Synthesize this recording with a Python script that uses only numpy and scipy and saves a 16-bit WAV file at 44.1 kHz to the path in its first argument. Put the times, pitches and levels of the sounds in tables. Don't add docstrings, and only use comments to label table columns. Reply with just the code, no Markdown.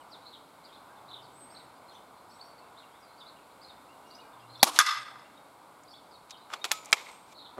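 import sys
import numpy as np
from scipy import signal
from scipy.fft import rfft, irfft
from scipy.io import wavfile
from scipy.ndimage import uniform_filter1d

SR = 44100
rng = np.random.default_rng(int(sys.argv[2]) if len(sys.argv) > 2 else 0)


def invert_db(x):
    u = np.asarray(x, float) / 20
    return 10 ** u


def dump(signal):
    limited = np.clip(np.atleast_2d(signal).T, -1, 1)
    pcm = np.round(limited * 32767).astype(np.int16)
    wavfile.write(sys.argv[1], SR, pcm)


N = 334712
TIME = np.arange(N) / SR


def band(x, hz, width):
    return signal.lfilter(*signal.iirpeak(min(hz, 0.45 * SR), hz / width, fs=SR), x)


def shape(points, hz):
    f, db = np.transpose(points)
    return invert_db(np.interp(np.log(hz + 1), np.log(f), db))


def bumps(peaks, hz):
    return invert_db(sum(db / (1 + (2 * (hz - f) / width) ** 2) for f, width, db in peaks))


def walk(rate, count=N):
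    k = int(SR / rate)
    held = np.repeat(rng.standard_normal(count // k + 1), k)
    return uniform_filter1d(uniform_filter1d(held, k), k)[:count]


def add(out, s, x):
    i = int(s * SR)
    out[i:i + len(x)] += x[:N - i]


# frequency_hz, level_db per Hz
ROAD_SPECTRUM = [(25, 4.5), (130, -6.5), (300, -12), (950, -1.5), (1520, -9.5), (1700, -19), (4200, -18),
                 (16000, -33)]
# frequency_hz, width_hz, level_db
HOUSING = [(2190, 170, 6), (2900, 780, -4), (6100, 3200, -15), (7000, 4800, 6.5), (8710, 400, -0.5),
           (289, 67, 7.5)]


def traffic():
    hz, swell, out = np.fft.rfftfreq(N, 1 / SR), walk(1.5), 0
    noise = rfft(rng.standard_normal(N)) * shape(ROAD_SPECTRUM, hz) * bumps(HOUSING, hz)
    octave = np.log2(hz + 1)
    for centre in range(4, 16):
        part = irfft(noise * np.clip(1 - abs(octave - centre), 0, 1), N)
        unsteady = 1 if centre < 12 else 0.4
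        out = out + part * invert_db((0.9 * swell + 1.3 * walk(6)) * unsteady)
    return invert_db(-53) * out / out.std()


def glides(table, flutter, peak, ends_db):
    out = np.zeros(N)
    for s, length, first, last, db in table:
        t = TIME[:int(length * SR)]
        edge = np.minimum(np.minimum(t, length - t) / 0.0021, 1)
        glide = last + (first - last) * (1 - t / length) ** 2.7
        pitch = glide * (1 + flutter * walk(170, len(t)))
        swell_db = np.interp(t / length, [0, peak, 1], [ends_db, 0, ends_db])
        strength = np.sqrt(2) * edge * invert_db(db + swell_db + 2.4 * walk(40, len(t)))
        add(out, s, strength * np.sin(2 * np.pi * np.cumsum(pitch) / SR))
    return out


# start_s, length_s, start_hz, end_hz, level_db
ALARMS = [
    (0, 0.029, 8300, 8350, -67),
    (1.33, 0.33, 7970, 8380, -58.5),
    (2.28, 0.26, 7800, 8160, -68.5),
    (4.96, 0.18, 8400, 8340, -63),
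    (6.99, 0.32, 8346, 8300, -63.5),
]


def alarm_whistles():
    return glides(ALARMS, flutter=0.0029, peak=0.29, ends_db=-11.5)


def sing(pitch, db):
    count = len(pitch)
    shaky = pitch * (1 + 0.012 * walk(300, count))
    rasp = 1 + 0.7 * walk(1200, count)
    strength = np.hanning(count) ** 0.35 * invert_db(db + 3 * walk(200, count))
    return strength * rasp * np.sin(2 * np.pi * np.cumsum(shaky) / SR)


# start_s, length_s, top_hz, level_db
ARCHED = [(0.325, 0.037, 3950, -53), (0.638, 0.026, 4900, -56.5), (0.723, 0.045, 4300, -56),
          (1.076, 0.044, 4350, -57), (1.938, 0.049, 3750, -63), (2.767, 0.044, 4180, -57.5),
          (3.26, 0.043, 4530, -55), (3.611, 0.03, 5120, -59.5), (3.673, 0.031, 4610, -59.5),
          (6.367, 0.026, 4950, -63)]
# start_s, length_s, start_hz, end_hz, level_db
FALLING = [(.103, 0.063, 5650, 3240, -56), (.304, 0.041, 4700, 3400, -65), (.665, 0.045, 3900, 3000, -64.5),
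           (1.215, 0.043, 5500, 4070, -65), (1.27, 0.05, 3800, 3030, -73), (1.543, .014, 4900, 3870, -57),
           (1.59, 0.02, 4270, 3600, -55), (1.908, .022, 4000, 3070, -58), (0, .035, 3340, 2800, -61),
           (2.35, 0.023, 4570, 3930, -70), (3.022, 0.037, 4900, 4750, -64), (3.048, 0.078, 4600, 3950, -68),
           (3.198, 0.03, 4260, 3210, -55), (3.643, 0.013, 4400, 4020, -50), (3.69, 0.022, 4070, 3360, -57),
           (2.815, 0.041, 3430, 2570, -61), (4.515, 0.044, 4300, 4160, -51),
           (4.548, 0.015, 4200, 3280, -57), (4.322, 0.031, 3760, 3480, -65.5),
           (5.905, 0.019, 4710, 4470, -57), (5.966, 0.034, 3700, 3380, -61.5),
           (6.11, 0.018, 5100, 4500, -64), (6.128, .028, 4400, 4290, -62), (6.148, .022, 3950, 3810, -61),
           (6.288, 0.023, 3840, 3780, -62), (6.312, 0.03, 3900, 3655, -54), (6.33, 0.027, 3550, 2970, -57)]
# start_s, length_s, start_hz, end_hz, level_db
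RISING = [(.205, 0.085, 3600, 4440, -68), (.255, 0.046, 3900, 4255, -52), (1.882, 0.021, 4210, 4140, -53.5),
          (1.495, 0.047, 4200, 5500, -65), (1.56, 0.02, 3590, 4500, -53.5), (3.175, 0.022, 4300, 4610, -55),
          (4.066, 0.042, 5070, 5900, -67.5), (2.31, 0.017, 4230, 4540, -61),
          (2.33, 0.034, 4960, 5700, -63.5), (2.408, 0.014, 4200, 4600, -51),
          (4.103, .015, 3700, 4770, -53.5), (4.128, 0.036, 3480, 5190, -56),
          (4.145, 0.018, 5370, 6100, -62.5), (4.197, 0.026, 3220, 4620, -58),
          (4.48, 0.046, 4000, 4190, -60), (4.593, 0.034, 3250, 4580, -51), (5.872, 0.027, 3500, 5120, -59),
          (5.93, 0.018, 3280, 3470, -57), (5.945, .024, 3450, 4580, -55.5), (6.555, .053, 4150, 4450, -64),
          (6.61, 0.022, 3640, 3780, -55.5)]
# start_s, length_s, start_hz, end_hz, level_db
DISTANT = [(.95, .05, 4300, 3300, -69), (1.925, .028, 4900, 6600, -68), (2.165, .035, 3840, 4600, -67),
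           (2.292, .025, 4200, 6200, -67), (2.385, .022, 3200, 4150, -66), (2.43, .045, 5200, 5800, -67),
           (2.47, .04, 4520, 4480, -65), (2.576, .03, 4550, 4350, -66), (3.0, .03, 6200, 4900, -67),
           (3.128, .022, 4000, 4950, -67), (3.495, .04, 3400, 4440, -68), (3.19, .025, 4900, 4880, -64),
           (3.35, .06, 3000, 2400, -70), (4.565, .03, 4600, 6100, -66), (4.39, .015, 3300, 3200, -66),
           (4.46, .015, 3600, 3500, -67), (5.365, .02, 3550, 3800, -62), (5.895, .04, 5550, 5350, -66),
           (5.845, .02, 4500, 4450, -67), (6.41, .015, 4200, 3900, -66), (6.44, .025, 3800, 4300, -67)]
# start_s, length_s, start_hz, end_hz, swing_hz, level_db
WARBLING = [
    (1.1, .1, 3886, 3215, 244, -54.5),
    (7.34, 0.16, 4380, 3475, 304, -54.5),
]


def sparrows():
    out = np.zeros(N)
    strokes = [(s, length, 0.8 * top, top, 0.74 * top, db) for s, length, top, db in ARCHED]
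    for table, halfway in [(FALLING, 0.67), (RISING, 0.84), (DISTANT, 0.6)]:
        for s, length, first, last, db in table:
            strokes.append((s, length, first, first + halfway * (last - first), last, db))
    for s, length, first, turn, last, db in strokes:
        u = np.arange(0, 1, 1 / (length * SR))
        add(out, s, sing(np.interp(u, [0, 0.5, 1], [first, turn, last]), db))
    warble_hz = 28
    for s, length, first, last, swing, db in WARBLING:
        t = TIME[:int(length * SR)]
        sinking = first + (last - first) * t / length
        add(out, s, sing(sinking + swing * np.cos(2 * np.pi * warble_hz * t), db))
    return 0.7 * out + 0.8 * band(out, 3400, 3000)


# start_s, length_s, start_hz, end_hz,
# level_db
THRUSH = [(2.615, .045, 2630, 2700, -63), (2.905, .095, 2750, 3760, -67), (3.885, .065, 2560, 2900, -65),
          (4.04, .07, 2720, 2910, -64.5), (4.1, .06, 2920, 2770, -64.5), (4.18, .045, 2730, 2930, -63),
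          (4.21, .065, 2600, 2350, -66), (4.41, .06, 2610, 2900, -62), (5.24, .04, 2600, 2800, -63),
          (.89, .06, 1520, 1610, -57), (4.245, .045, 1560, 1610, -59), (1.755, .04, 4400, 4960, -68),
          (4.396, .025, 4270, 5170, -66)]


def thrush():
    return glides(THRUSH, flutter=0.0072, peak=0.24, ends_db=-14.5)


def birds():
    song = sparrows() + thrush()
    out = invert_db(-1.5) * song
    t, size = TIME[:SR // 3], SR // 16
    fade = (np.exp(-t / 0.016) + 0.42 * np.exp(-t / 0.1)) / np.sqrt(0.014 * SR)
    for i in range(0, N, size):
        piece = song[i:i + 2 * size]
        piece = piece * np.hanning(2 * size)[:len(piece)]
        scatter = fade * rng.standard_normal(len(t))
        add(out, i / SR, invert_db(-2) * signal.fftconvolve(piece, scatter))
    return out


# start_s, length_s, start_hz, end_hz, level_db
ENGINE = [
    (.95, 1, 123, 126, -64),
    (4.33, 0.72, 117.8, 119.6, -54),
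    (4.8, 0.47, 120.8, 128, -62),
]


def far_engine():
    return glides(ENGINE, flutter=0.019, peak=0.21, ends_db=-10.5)


def contact(count, db, hz, width, t60, noisy):
    t, noisy = TIME[:count], np.clip(noisy, 0, 1)
    rattle = band(band(rng.standard_normal(count), hz, 1.1 * width), hz, 1.1 * width)
    body = (1 - noisy) * np.sin(2 * np.pi * hz * t) + noisy * 1.645 * rattle / rattle.std()
    return invert_db(db - 60 * t / t60) * np.minimum(t / 0.00015, 1) * body


def blows(table, part):
    out = np.zeros(N)
    for s, db, hard_db, longer in table:
        for hz, width, t60, noisy, mode_db in part:
            tilt_db = hard_db * max(np.log2(hz / part[0][0]), 0)
            add(out, s, contact(SR // 8, db + mode_db + tilt_db, hz, width, t60 * longer, noisy))
    return out


# start_s, peak_db, centre_hz, t60_s
DRY_TICKS = [(4.761, -36, 2970, 0.24), (4.762, -31, 3900, 0.012), (4.813, -22, 4470, .014),
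             (4.799, -19.5, 3000, 0.009), (4.6482, -33, 10200, .012), (4.863, -31.5, 5740, 0.028),
             (4.6286, -25, 6960, .008), (4.683, -38, 10300, .012), (4.6895, -38, 11000, 0.011),
             (6.297, -50, 3960, 0.036), (6.307, -38, 3910, 0.043), (5.835, -51.5, 6970, .02),
             (6.646, -43, 7800, 0.051), (6.649, -29, 3620, 0.025), (6.691, -46, 5000, .017),
             (6.716, -19.5, 6500, 0.017), (6.7173, -29, 12000, 0.044), (6.8475, -42, 5970, 0.018),
             (6.857, -37, 6900, .02), (6.9103, -44, 8350, 0.012), (6.92, -35, 6300, .01),
             (6.9415, -34, 7000, .011), (6.949, -41, 9000, .012), (7.101, -56, 7350, .016),
             (7.115, -50, 7500, .015), (7.581, -54, 2500, 0.018)]


def ticks():
    out = np.zeros(N)
    for s, db, hz, t60 in DRY_TICKS:
        add(out, s, contact(SR // 10, db, hz, 3900, t60, 0.56))
    return out


# start_s, peak_db, hardness_db per octave, length_factor
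GAS_PUFFS = [
    (4.6294, -1, 0, 0.56),
    (4.6304, 0, -4.5, 1.17),
    (4.6343, -2.5, 1.5, 0.93),
    (4.6392, -26.5, 2, 1.9),
    (4.6424, -13.5, 1, 0.7),
    (4.6484, -36, 5.5, 1.2),
]
# ring_hz, width_hz, t60_s, noisy_share, level_db
MUZZLE_AIR = [(4300, 2400, 0.0042, 1, -0.5), (11700, 2600, 0.0049, 0.55, 0)]


def muzzle_blast():
    return blows(GAS_PUFFS, MUZZLE_AIR)


# start_s, peak_db, hardness_db per octave, length_factor
KICKS = [
    (4.6302, 1.5, 0.5, 0.81),
    (4.6389, -16, -2, 0.88),
]
# ring_hz, width_hz, t60_s, noisy_share, level_db
STOCK_MODES = [(808, 210, 0.018, 0.086, 1), (1460, 1700, 0.018, 0.95, -9), (255, 160, 0.062, 0.39, -27.5),
               (614, 130, .02, 0.23, -24), (6760, 11000, .036, 1, -19)]


def recoil():
    return blows(KICKS, STOCK_MODES)


def returns(table, colour):
    out, hz, t = np.zeros(N), np.fft.rfftfreq(SR // 2, 1 / SR), TIME[:SR // 2]
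    treble = 1 / (1 + (3600 / (hz + 1)) ** 4)
    air_db_per_s = 29
    for s, db, rise, t60, treble_db in table:
        noise = rfft(rng.standard_normal(len(t)) * invert_db(2.2 * walk(170, len(t)))) * colour(hz)
        low, high = irfft(noise * (1 - treble)), irfft(noise * treble)
        late = np.maximum(t - rise, 0)
        mix = low / low.std() + invert_db(treble_db - air_db_per_s * late) * high / high.std()
        add(out, s, np.minimum(t / rise, 1) ** 2.1 * invert_db(db - 60 * late / t60) * mix)
    return out


# start_s, peak_db, rise_s, t60_s, treble_db
BLAST_REFLECTIONS = [
    (4.638, -33.5, 0.0056, 0.1, -2.5),
    (4.64, -30.5, 0.031, 0.24, -5.5),
    (4.7, -39.5, 0.062, 0.27, -2.5),
]
# frequency_hz, level_db per Hz
BLAST_COLOUR = [(120, -43.5), (303, -8), (451, -17), (1130, -2.5), (1780, -19.5), (3870, -12), (10500, -16),
                (15000, -31)]


def blast_echo():
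    return returns(BLAST_REFLECTIONS, lambda hz: shape(BLAST_COLOUR, hz))


# start_s, dip_db, recovery_s
GAIN_DIPS = [
    (4.645, 15.5, 0.15),
    (4.80, 39, 0.069),
    (6.725, -0.5, .05),
    (6.94, 4, 0.084),
]


def gain_control(background):
    dip_db = sum(db * (TIME > s) * np.exp(-np.maximum(TIME - s, 0) / back) for s, db, back in GAIN_DIPS)
    return background * invert_db(-uniform_filter1d(dip_db, size=300))


# start_s, peak_db, hardness_db per octave, length_factor
PELLET = [
    (4.7888, -5.5, 0.0066, 1),
    (4.8015, -22.5, 0.85, 1),
]
# ring_hz, width_hz, t60_s, noisy_share, level_db
STEEL_MODES = [(1577, 240, 0.036, 0.21, -1.5), (1214, 240, 0.1, 0.28, -12.5),
               (1488, 700, 0.033, 0.11, -3.5), (3440, 210, 0.055, 0.41, -9.5),
               (3620, 370, 0.049, 0.4, -16.5), (5270, 170, .03, .4, -26), (6250, 690, .03, 0.77, -11),
               (7100, 200, .04, .2, -11.5), (11110, 220, 0.018, 0.083, -2), (12400, 400, .02, .3, -32),
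               (4500, 3300, 0.011, .8, -3), (4960, 6200, 0.17, 1, -25), (2083, 160, 0.062, 0.22, -13.5)]
# start_s, peak_db, hardness_db per octave, length_factor
LEAD_BOUNCES = [(4.8642, -31, 2.5, 0.49), (4.879, -38, 0, 1), (4.892, -30, -12, 1.1), (4.905, -31, -1, 1.3),
                (4.924, -29, -4, .9), (4.942, -38, -2, .9), (4.962, -32, -4, 0.99), (4.98, -37, -1.5, .9),
                (5.017, -40, -1, 0.91), (5.0817, -35, -8, 0.6), (5.1555, -39, -9, 0.67),
                (5.195, -47.5, -2.5, 0.47), (5.2184, -51, -4, 0.65)]
# ring_hz, width_hz, t60_s, noisy_share, level_db
PLATE_MODES = [(1214, 130, 0.093, 0.63, -0.5), (1590, 230, 0.048, 0.7, -12), (2010, 84, 0.076, 0.77, -6.5),
               (3720, 810, 0.072, 0.56, -10), (5100, 280, .08, 0.57, -6.5), (6340, 620, 0.045, 0.54, -9)]


def steel_trap():
    struck = blows(PELLET, STEEL_MODES) + blows(LEAD_BOUNCES, PLATE_MODES)
    return signal.sosfilt(signal.butter(3, 840, "high", fs=SR, output="sos"), struck)


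# start_s, peak_db, rise_s, t60_s, treble_db
TRAP_REFLECTIONS = [
    (4.795, -21, 0.0038, 0.17, -12.5),
    (4.81, -27.5, 0.066, 0.44, -6.5),
    (4.9, -38.5, 0.059, 0.34, -13),
    (5.012, -51, 0.0051, 0.076, -8),
    (5.04, -48, 0.013, 1, -15),
    (5.078, -54, 0.0083, 0.068, -21),
]
# frequency_hz, level_db per Hz
TRAP_COLOUR = [(240, -101), (400, -36.5), (1100, -1), (2060, -9.5), (5200, -10.5), (8000, -18),
               (11400, -28), (15000, -59)]
# frequency_hz, width_hz, level_db
TRAP_PEAKS = [(1226, 77, 13), (1600, 220, 11), (2030, 180, 13), (2660, 100, 6.5), (3515, 300, 14),
              (4400, 300, 8), (5190, 230, 11.5), (6100, 160, -0.5), (11300, 340, 17)]


def trap_echo():
    return returns(TRAP_REFLECTIONS, lambda hz: shape(TRAP_COLOUR, hz) * bumps(TRAP_PEAKS, hz))


# start_s, peak_db, rise_s, t60_s, treble_db
RELOAD_REFLECTIONS = [(6.47, -48, 0.058, 0.48, -7), (6.65, -35, 0.0023, 0.062, -0.5),
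                      (6.66, -52.5, 0.018, 0.81, -2), (6.72, -52, 0.0056, 0.42, 9.5),
                      (6.8, -51, 0.082, 0.42, -6.5), (6.932, -34, 0.0025, 0.079, -1.5),
                      (6.95, -47, 0.013, 0.74, 0.5), (6.975, -58, 0.059, .07, -4),
                      (7.04, -53, 0.05, 0.66, -4.5), (7.2, -67.5, 0.13, 0.042, 8.5)]
# frequency_hz, level_db per Hz
RELOAD_COLOUR = [(180, -35.5), (350, -1.5), (1100, 7), (1600, -8), (3600, -12.5), (6000, -22.5),
                 (15000, -39)]
# frequency_hz, width_hz, level_db
LOOSE_PARTS = [(2300, 520, 12), (3600, 400, 3), (7400, 1200, 7), (11600, 1200, 7)]


def reload_echo():
    return returns(RELOAD_REFLECTIONS, lambda hz: shape(RELOAD_COLOUR, hz) * bumps(LOOSE_PARTS, hz))


# start_s, peak_db, hardness_db per octave, length_factor
HINGE_SLIPS = [
    (6.5015, -42, -5.5, 0.93),
    (6.516, -42, -14, 0.75),
    (6.5205, -42, -5, .5),
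    (6.527, -39, -3, 0.48),
    (6.5302, -33, -15, .7),
    (6.534, -35, -0.5, .7),
]
# start_s, peak_db, hardness_db per octave, length_factor
BARREL_BREAKS = [
    (6.5366, -28.5, -0.5, 1.3),
    (6.6425, -29.5, 4.5, 1.03),
    (6.711, -32, -2, 2.2),
    (6.7155, -17.5, 4, 0.33),
    (6.719, -35, 7, 1.24),
]
# ring_hz, width_hz, t60_s, noisy_share, level_db
BARREL_MODES = [(1120, 900, 0.024, 0.67, 0), (3405, 3900, 0.028, 0.45, 0)]


def breaking_open():
    return blows(HINGE_SLIPS, BARREL_MODES) + blows(BARREL_BREAKS, BARREL_MODES)


# start_s, ring_hz, level_db, t60_s, swell_s
LONG_MODES = [
    (6.717, 1281, -37, .33, .005),
    (6.717, 4904, -50, .25, .005),
    (6.745, 7009, -47, .35, .035),
    (6.717, 8064, -50, .25, .005),
    (6.72, 9700, -63, .6, .03),
]


def rings():
    out, stop_s = np.zeros(N), 6.87
    for s, hz, db, t60, swell in LONG_MODES:
        t = TIME[:int((stop_s - s) * SR)]
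        held = np.minimum(np.minimum(t / swell, (t[-1] - t) / 0.027), 1)
        add(out, s, held * invert_db(db - 60 * t / t60) * np.sin(2 * np.pi * hz * t))
    return out


# start_s, peak_db, hardness_db per octave, length_factor
LATCH_BLOWS = [
    (6.9281, -3.5, 0, 1.03),
    (6.9312, -16, -3, 0.66),
    (6.9327, -11, -10.5, 0.49),
]
# ring_hz, width_hz, t60_s, noisy_share, level_db
LATCH_MODES = [(2277, 500, 0.011, .05, -0.5), (3850, 1200, 0.007, 0.1, 1.5), (3300, 700, 0.0079, 0.1, -3.5),
               (4900, 1000, 0.009, 0.1, -2.5), (2995, 3000, 0.022, 1, -11.5), (7840, 1000, 0.02, .3, -14),
               (1350, 400, 0.028, 0.059, -14.5), (1760, 560, 0.017, .2, -11.5), (228, 260, 0.028, 0.5, -43),
               (2340, 350, 0.043, 0.32, -12.5), (8900, 1100, .008, 0.26, -21)]


def latching():
    return blows(LATCH_BLOWS, LATCH_MODES)


# start_s, peak_db, hardness_db per octave, length_factor
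RATTLES = [(6.9678, -40, 5, 0.64), (6.979, -42, 0, 1), (6.995, -43, -5, 1), (7.005, -44, -3, .8),
           (7.0616, -43, -6, 1), (7.068, -46, -13, 1.1), (7.085, -46, -3, 1), (7.098, -48, 2, 0.77)]
# ring_hz, width_hz, t60_s, noisy_share, level_db
CATCH_MODES = [(2160, 360, .04, 0.64, 1), (3200, 400, 0.037, .5, -9.5), (2500, 180, .03, .5, -8.5),
               (4000, 500, 0.025, .6, -2.5)]


def catch_chatter():
    return blows(RATTLES, CATCH_MODES)


# start_s, peak_db, hardness_db per octave, length_factor
BENCH_KNOCKS = [
    (7.5735, -37.5, 0, 0.3),
    (7.5815, -29, 0, 1),
]
# ring_hz, width_hz, t60_s, noisy_share, level_db
BENCH_MODES = [(430, 300, 0.081, 0.34, 1.5), (1190, 670, 0.028, .5, -9.5)]


def bench_knocks():
    return blows(BENCH_KNOCKS, BENCH_MODES)


def scene():
    background = traffic() + birds() + far_engine()
    shot = ticks() + muzzle_blast() + recoil() + blast_echo()
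    hit = steel_trap() + trap_echo()
    reloading = reload_echo() + breaking_open() + rings() + latching() + catch_chatter() + bench_knocks()
    return (alarm_whistles() + shot + hit + reloading + gain_control(background))[None]


def band_limit(x):
    return signal.sosfilt(signal.butter(12, 16600, fs=SR, output="sos"), x)


def record(dry):
    x = np.clip(dry, -0.72, 0.72)
    x = signal.sosfilt(signal.butter(2, 153.3, "high", fs=SR, output="sos"), x)
    x = signal.sosfilt(signal.butter(3, 14790, fs=SR, output="sos"), x)
    x = signal.sosfilt(signal.ellip(10, 0.2, 90, 15800, fs=SR, output="sos"), x)
    return band_limit(x)


dry = scene()
out = record(dry)
dump(out)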